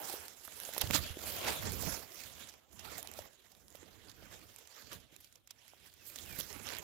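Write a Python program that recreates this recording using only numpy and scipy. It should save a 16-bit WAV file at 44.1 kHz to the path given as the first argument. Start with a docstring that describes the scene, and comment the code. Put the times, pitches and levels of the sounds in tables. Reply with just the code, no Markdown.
"""In tall grass, someone crouches and pushes along with a hand-held recorder, close behind a young hen.
Blades, leaf tips and stalks brush the right side of the case: hiss with crackles and scrapes, shaped in bands.
Dry stems snap (short bursts of noise) and stalks knock (brief low tones); the hen peeps (gliding sines) near the end.
The left port is half covered by the hand: quieter, hollow, with a hole in its treble."""
import sys
import numpy as np
from scipy import signal
from scipy.fft import rfft, irfft, next_fast_len
from scipy.io import wavfile

SR = 44100
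rng = np.random.default_rng(int(sys.argv[2]) if len(sys.argv) > 2 else 0)


def bounce(signal):
    """Save signal as a 16-bit WAV file at the path given by the first command-line argument."""
    frames = np.transpose(np.atleast_2d(signal))
    limited = np.clip(frames, -1, 1)
    pcm = np.round(limited * 32767).astype(np.int16)
    wavfile.write(sys.argv[1], SR, pcm)


N = 301193   # length in samples
STEP = 40    # slow curves have one value per 40 samples


def from_db(db):
    """Turns a level in dB into a gain."""
    return 10 ** (np.asarray(db) / 20)


def rms_one(x):
    """Scales a sound to an rms of 1."""
    return x / np.sqrt(np.mean(x ** 2) + 1e-20)


def at_hz(points, hz):
    """Reads a curve of (f/Hz, level/dB) points, joined by straight lines over log frequency."""
    points_hz, points_db = np.array(points).T
    return np.interp(np.log(hz), np.log(points_hz), points_db)


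def drift(rate_hz):
    """A slow random wander with an rms of 1: noise smoothed by two equal low-pass poles."""
    r = np.exp(-2 * np.pi * rate_hz * STEP / SR)
    warm_up = 1000
    noise = rng.standard_normal(N // STEP + 2 + warm_up)
    return rms_one(signal.lfilter([1], [1, -2 * r, r * r], noise)[warm_up:])


def stretch(coarse):
    """Joins up the values of a slow curve to give one per sample."""
    return np.interp(np.arange(N) / STEP, np.arange(len(coarse)), coarse)


def add(out, s, sound, left_db):
    """Lays a sound down at time s in both ports, with its own level on the left."""
    i = round(s * SR)
    out[:, i:i + len(sound)] += np.outer(from_db([left_db, 0]), sound[:N - i])


def peeps(left_db=-5.0):
    """The hen's peeps: thin whistles, each a sine whose pitch and level glide from point to point."""
    # one list of points per peep: t/s, f/Hz, level/dB
    peep_points = [
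        [(5.99, 2820, -68), (6.005, 2680, -67), (6.03, 2550, -60)],
        [(6.19, 2800, -64), (6.198, 3400, -52), (6.205, 3900, -62)],
        [(6.245, 3450, -79), (6.265, 2850, -59), (6.29, 2510, -56), (6.33, 2360, -54), (6.36, 2170, -60),
         (6.39, 1720, -62)],
    ]
    out = np.zeros((2, N))
    for points in peep_points:
        s, hz, db = np.transpose(points)
        t = np.arange(s[0], s[-1], 1 / SR)
        phase = 2 * np.pi * np.cumsum(np.interp(t, s, hz)) / SR
        tone = np.sin(phase) * signal.windows.tukey(len(t), .15)   # soft start and end
        add(out, s[0], from_db(np.interp(t, s, db)) * tone, left_db)
    return out


def knocks(dryness=0.25):
    """Stalks knock on the case: a soft blow makes one low mode ring briefly, with a dull puff on top."""
    # each knock: t/s, peak level/dB, f/Hz, left level/dB relative to right
    knock_list = [(.139, -36.5, 388, -1.5), (0.48, -34, 1370, -9), (.69, -35.5, 580, -7),
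                  (.765, -30.5, 890, -7.5), (0.779, -28, 536, -21), (.838, -29.5, 88, -15),
                  (0.903, -24.5, 213, -24), (0.913, -30.5, 86, -18), (1.104, -33.5, 81, -35),
                  (1.17, -34, 350, -5.5), (1.238, -38, 506, -10), (1.834, -28.5, 586, -28),
                  (1.872, -26, 149, -29), (3.19, -38, 605, 0), (3.75, -40, 546, -24),
                  (3.829, -41.5, 340, -18), (4.225, -46, 560, -10), (5.126, -50, 330, -14),
                  (5.735, -44, 730, -25), (6.387, -36, 191, -29), (6.563, -38, 270, -28)]
    t60_s, shortens = 0.016, 0.96   # time to fall 60 dB at 400 Hz; power by which higher knocks die sooner
    puff_fade_s = 0.0016
    out, t = np.zeros((2, N)), np.arange(6000) / SR
    puffs = signal.lfilter([1], [1, -.85], rng.standard_normal((len(knock_list), 6000)))
    for (s, db, hz, left_db), puff in zip(knock_list, puffs):
        ring = np.sin(2 * np.pi * hz * t) * (1 - np.exp(-4.0 * hz * t))
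        blow = ring + dryness * rms_one(puff) * np.exp(-t / puff_fade_s)
        sound = blow * from_db(-60 * t / (t60_s * (400 / hz) ** shortens))
        add(out, s, from_db(db) * sound / abs(sound).max(), left_db)
    return out


def snaps(ring_share=0.49):
    """Dry stems snap: a short burst of uneven noise, partly coloured by a broad ring of the stem."""
    # each snap: t/s, peak level/dB, ring f/Hz, length/ms, left level/dB relative to right
    snap_list = [(0.2823, -25, 13600, 1, -26), (0.448, -30, 13100, 23, -24), (0.476, -29, 12700, 1.6, -24),
                 (0.601, -21, 11300, 1.7, -24), (0.6513, -24.5, 7200, 2.5, -22),
                 (0.737, -21.5, 11500, 1.6, -26), (0.7477, -25, 12700, 1.9, -26),
                 (0.765, -33, 2100, 2.1, -14), (0.7798, -15, 12700, 3.6, -28), (0.785, -19, 12500, 1.7, -9),
                 (0.8124, -10, 12700, 1.8, -32), (0.816, -9, 12500, 1, -32), (0.818, -17, 3100, 1.2, -30),
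                 (0.873, -33, 3200, 1.4, 4), (0.9093, -12.5, 2380, 0.95, -22), (0.9329, -20, 1800, 8, -30),
                 (0.946, -11, 4630, 8.9, -26), (0.961, -22, 7060, 1.7, -34), (1.7207, -20, 10900, 1.2, -30),
                 (1.821, -19, 13500, 21, -34), (2.1196, -33, 5900, 3.5, -26), (2.486, -31.5, 6160, 25, -14),
                 (2.793, -30, 6030, 6.7, -30), (2.9813, -21, 14000, 1.5, -30),
                 (3.028, -24.5, 10200, 3.6, -34), (3.073, -28, 4700, 2.8, -30),
                 (3.115, -28.5, 10800, 2.1, -30), (3.137, -28.5, 7300, 4.3, -32), (3.19, -28, 6460, 2, -30),
                 (3.5173, -43, 7000, 7.6, -27), (3.5499, -43.5, 4000, 3.3, -14),
                 (3.6822, -38, 7200, 0.87, -26), (3.7033, -40, 7100, 2.1, -26),
                 (3.7256, -40, 7140, 1.4, -26), (3.754, -32.5, 7660, 1.3, -38),
                 (3.8302, -44, 1800, 3.6, -26), (4.094, -37, 4800, 14, -30), (4.115, -34, 4450, 5.2, -28),
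                 (4.5616, -29, 7000, 2.5, -33), (4.5826, -35.5, 9900, 25, -13),
                 (4.673, -36.5, 6300, 4.4, -23), (4.9307, -28, 3600, 1.6, -6),
                 (5.1633, -35, 7460, 2.5, -22), (5.2036, -41, 12700, 16, -8),
                 (5.2442, -34.5, 5940, 7.2, -14), (5.325, -40.5, 7500, 6.6, -24),
                 (5.356, -38.5, 5860, 5.7, -17.5), (5.4736, -43, 5900, 6.2, -14),
                 (5.5066, -32.5, 5900, 9.4, -13), (5.68, -35, 11200, 2.2, -15), (5.929, -49, 5000, 1.3, 6),
                 (5.939, -37, 11000, 4.4, -20), (6.1585, -25.5, 7440, 4.9, -14),
                 (6.1871, -25.5, 3960, 1.3, -26), (6.2735, -36, 2780, 5.1, -26),
                 (6.3869, -23.5, 12500, 12.3, -34), (6.4, -22, 11200, 8, -34),
                 (6.4084, -21, 3850, 2.6, -32), (6.5284, -26, 6300, 1.4, -30),
                 (6.669, -24, 6500, 0.83, -34), (6.6884, -23.5, 4200, 1.4, -34),
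                 (6.7033, -24, 1900, 1.8, -34), (6.718, -33, 4200, 1.8, -34), (6.7355, -22.5, 3820, 2, -34),
                 (6.75, -24, 2530, 1.1, -34), (6.767, -26, 3670, 5.2, -36), (6.7856, -21, 15100, 1.5, -34)]
    out, t = np.zeros((2, N)), np.arange(900) / SR
    shape = (len(snap_list), 900)
    fibres = rng.standard_normal(shape) * from_db(5.34 * rng.standard_normal(shape))
    for (s, db, hz, ms, left_db), noise in zip(snap_list, fibres):
        age = t / (max(ms, .3) / 1000)   # in lengths of the snap
        burst = noise * (1 - np.exp(-8.0 * age)) * np.exp(-3.0 * age)
        ring = signal.lfilter(*signal.iirpeak(min(hz, 15500), 2.5, fs=SR), burst)
        broad = signal.lfilter(*signal.butter(1, 900, "high", fs=SR), burst)
        sound = ring_share * rms_one(ring) + (1 - ring_share) * rms_one(broad)
        add(out, s, from_db(db) * sound / abs(sound).max(), left_db)
    return out


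def sparse(per_s, spread_db):
    """Random one-sample clicks of uneven size, pointing up or down."""
    sizes = from_db(spread_db * np.minimum(rng.exponential(1, N), 4.0)) * rng.choice([-1, 1], N)
    return sizes * (rng.random(N) < per_s / SR)


def scrapes(per_s=500, cycles=8.4):
    """Single stems catch and ring for a few cycles, each dealt one of 14 pitches."""
    clicks = sparse(per_s, spread_db=3.2)
    dealt, out = rng.integers(0, 14, N), 0
    for k, hz in enumerate(np.geomspace(300, 6000, 14)):
        r = from_db(-60 * hz / (cycles * SR))   # falls 60 dB in the given cycles
        w = 2 * np.pi * hz / SR
        mine = clicks * (dealt == k) + 1e-18
        ring = signal.lfilter([0, np.sin(w)], [1, -2 * r * np.cos(w), r * r], mine)
        out = out + hz / SR * ring
    return rms_one(out)


def rubbing(clumpy_db, crackle_db, scrape_db=-13.5):
    """Friction: two unrelated hisses with the same tiny crackles and scrapes, all arriving in clumps."""
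    crackles = from_db(crackle_db) * rms_one(sparse(per_s=700, spread_db=9))
    clumps = from_db(clumpy_db * stretch(0.69 * drift(34) + drift(68)))
    hiss = rng.standard_normal((2, N)) * np.sqrt(clumps)   # hiss swells less than the rest
    return hiss + (crackles + from_db(scrape_db) * scrapes()) * clumps


def contact():
    """Slow dB curves of how hard case, stalks, blades and tips rub; then left body and treble against right."""
    # steady brushing: t/s, blades level/dB, then levels/dB relative to blades: tips, stalks, left port
    brush = [(0.0, -60, 10, 18, -6.5), (0.1, -50, 6, 6.5, -10), (0.27, -58, 2, 5.5, -6),
             (0.3, -63, 4, 3.5, -10), (0.42, -60, 2, -1, -11.5), (0.66, -53.5, 4.5, 1.5, -7),
             (1.0, -50.5, 1, -2, -13), (1.14, -63, 4.5, 1, -5), (1.28, -49, 5, 1.5, -3),
             (1.6, -51, 0, -5, -5), (1.95, -49, 5.5, 8, -16.5), (2.07, -60.5, 2, 4, -9.5),
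             (2.47, -56, -8, -2.5, -7.5), (2.66, -76, -2, 7.5, -8.5), (2.75, -70, 10.5, 6, -9),
             (2.8, -55, -7, -2, -18.5), (3.25, -61, -2, 9, -10.5), (3.33, -66.5, -3.5, -1, -11.5),
             (3.67, -74.5, 4, 5, -4), (3.8, -63.5, -4.5, 2, -11), (5.0, -64.5, -3, -2, -9.5),
             (5.1, -72.5, -11, 0, -9), (5.42, -84, -2, -4, -1), (5.56, -69.5, -6, -3.5, -8),
             (5.97, -66.5, -6.5, -2.5, -9.5), (6.2, -54, 2, -3.5, -10), (6.6, -53, -2.5, 2, -17.5),
             (6.83, -56.5, -3, 7, -28)]
    # single blades swishing past: peak t/s, blades level/dB, length/ms,
    # then levels/dB relative to blades: tips, stalks, left port
    swishes = [(0.781, -47, 21, -20, 5, -7), (0.818, -32.5, 38, -16, 1, -14),
               (0.868, -46.5, 48, -21, -3, -3), (0.911, -46, 20, 8, 13, -1),
               (0.957, -28.5, 75, -2, -2.5, -15.5), (1.06, -45.5, 270, -20, -25, -1),
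               (1.489, -36.5, 280, -9, 3, -7), (1.672, -46, 136, -12, 7, -4), (1.82, -50, 160, 9.5, 3, -12),
               (1.881, -53, 66, -13, 14.5, -23), (2.221, -54, 550, 2, -14, -14),
               (2.419, -50, 210, -5, -4.5, -15), (2.85, -52, 170, -4, 4, -12),
               (2.929, -47.5, 140, -2, 1, -11), (2.991, -52.5, 120, 7, 4, -11),
               (3.049, -63, 73, 8, 15.5, 0), (3.19, -56.5, 120, 5, 2, -22), (3.76, -64, 120, 4, -15.5, -17),
               (4.1, -79, 48, 13, -12, -12), (4.231, -54, 41, -26, -7, -8),
               (4.342, -55.5, 300, -3.5, 3, -10), (4.78, -54, 225, -6, -0.5, -12),
               (4.931, -49, 110, -12, -1.5, -14), (5.141, -60, 83, -9, -5, -9),
               (5.25, -62, 180, -3, -8, -8), (5.36, -73.5, 200, 0, 5, -8), (5.511, -60, 45, -20, -17, -2),
               (5.69, -61.5, 290, -7, -11, -11), (5.87, -62.5, 130, 1.5, -1, -8),
               (6.08, -61, 95, 14.5, -20, -16), (6.402, -46.5, 90, 5.5, -2, -10),
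               (6.68, -44.5, 134, -6.5, -1, -30), (6.75, -48.5, 220, -8, 2, -30)]
    # low shaking of the case: t/s, level/dB
    shaking = [(0.0, -59.5), (0.38, -69), (0.77, -60.5), (0.83, -49), (0.94, -35), (1.06, -47),
               (1.14, -58.5), (1.5, -44), (1.58, -52), (1.67, -39), (1.88, -40), (1.93, -48), (2.07, -63),
               (2.42, -59), (2.66, -77), (2.73, -56), (2.93, -58), (3.23, -58.5), (3.33, -73), (3.8, -62),
               (4.34, -56.5), (4.75, -75), (4.96, -53.5), (5.08, -65.5), (5.42, -75.5), (6.06, -68.5),
               (6.28, -51.5), (6.62, -54), (6.83, -57)]
    # treble at the left port, which hears grass further off: t/s, level/dB
    treble_left = [(0, -70), (0.1, -59), (0.38, -80), (0.66, -65), (1.14, -71), (1.3, -59.5), (1.52, -49.5),
                   (1.73, -68), (2.42, -80), (2.66, -88), (2.85, -79), (3.22, -82), (3.33, -88),
                   (4.17, -87), (4.34, -76), (4.55, -73), (4.88, -82), (4.94, -51), (5.0, -88), (5.25, -72),
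                   (5.42, -91), (5.7, -84.5), (6.1, -72), (6.4, -78), (6.83, -74)]
    rise, fade_db = 0.53, 18.5   # share of a swish spent rising; drop at both ends of its length

    grid = np.arange(N // STEP + 2) * STEP / SR   # seconds
    s, *columns = np.transpose(brush)
    blades, tips, stalks, left = [np.interp(grid, s, c) for c in columns]
    power = from_db(2 * np.array([blades + stalks, blades, blades + tips, blades + left]))
    for peak_s, db, ms, tips_db, stalks_db, left_db in swishes:
        age = (grid - peak_s) / (ms / 1000)   # in lengths of the swish
        swell = db - fade_db * np.maximum(-age / rise, age / (1 - rise))
        power += from_db(2 * (swell + np.array([[stalks_db], [0], [tips_db], [left_db]])))
    stalks, blades, tips, left = 10 * np.log10(power)

    case = np.interp(grid, *np.transpose(shaking))
    left_treble = np.interp(grid, *np.transpose(treble_left)) - tips
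    return np.array([case, stalks, blades, tips]), left - blades, left_treble


def brushing(patchy_db):
    """Grass brushing the case: rubbing split into narrow bands, each following the parts nearest in pitch."""
    # where each rubbing part is heard, f/Hz: case, stalks, blades, tips
    parts_hz = (130, 850, 3200, 11000)
    # colour of the rubbing: f/Hz, level/dB per Hz relative to the level of the nearest part
    colour = [(25, -44), (50, -26), (85, -19.5), (130, -27), (220, -29.5), (400, -30.5), (1000, -37),
              (1800, -35.5), (4500, -36.5), (7000, -36), (12000, -38.5), (15500, -39)]
    shared = 0.2   # gain of the right side's rubbing in the left
    parts, left_body, left_treble = contact()
    right = rubbing(clumpy_db=3.0, crackle_db=-7.5)
    left = shared * right + rubbing(clumpy_db=0.4, crackle_db=-17.0)
    out, edges = np.zeros((2, N)), np.geomspace(25, 18000, 32)   # Hz
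    for k, (low, high) in enumerate(zip(edges, edges[1:])):
        hz = np.sqrt(low * high)
        shares = [np.interp(np.log(hz), np.log(parts_hz), row) for row in np.eye(4)]
        level_db = shares @ parts + at_hz(colour, hz)
        left_db = shares[3] * left_treble + (1 - shares[3]) * left_body
        sos = signal.butter(2, [low, high], "band", fs=SR, output="sos")
        # neighbouring bands take unrelated hiss
        left_band, right_band = signal.sosfilt(sos, [left[k % 2], right[k % 2]])
        out[0] += left_band * stretch(from_db(level_db + left_db + patchy_db * drift(15.0)))
        out[1] += right_band * stretch(from_db(level_db + patchy_db * drift(13.3)))
    return out * np.sqrt(SR / 2)   # brings noise of rms 1 to 0 dB per Hz


def scene():
    """Adds up everything that reaches the two ports."""
    return brushing(patchy_db=3.0) + knocks() + peeps() + snaps()


def record(dry):
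    """Each port colours what it hears, then two steep low-pass filters cut the top."""
    # what the hand lets through to the left port: f/Hz, level/dB
    covered_port = [(40, -7), (200, -1.5), (400, 0.5), (620, 9), (1000, 2), (2000, 0), (2700, 1.5),
                    (3400, 8.5), (4200, -1.5), (6000, -4), (7600, -22), (8300, 0), (10500, 2), (15000, 5)]
    # the open right port, with a dip in its treble: f/Hz, level/dB
    open_port = [(6500, 1), (7600, 2), (8200, -6), (9000, -3.5), (10500, 0.5), (12000, 2)]
    size = next_fast_len(N + 4096)
    hz = np.maximum(np.arange(size // 2 + 1) * SR / size, 1)
    ports = from_db([at_hz(covered_port, hz), at_hz(open_port, hz)])
    heard = irfft(rfft(dry, size) * ports, size)[:, :N]
    heard = signal.sosfilt(signal.cheby2(8, 50, 16800, fs=SR, output="sos"), heard)
    return signal.sosfilt(signal.ellip(8, .5, 40, 15950, fs=SR, output="sos"), heard)


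dry = scene()
out = record(dry)
bounce(out)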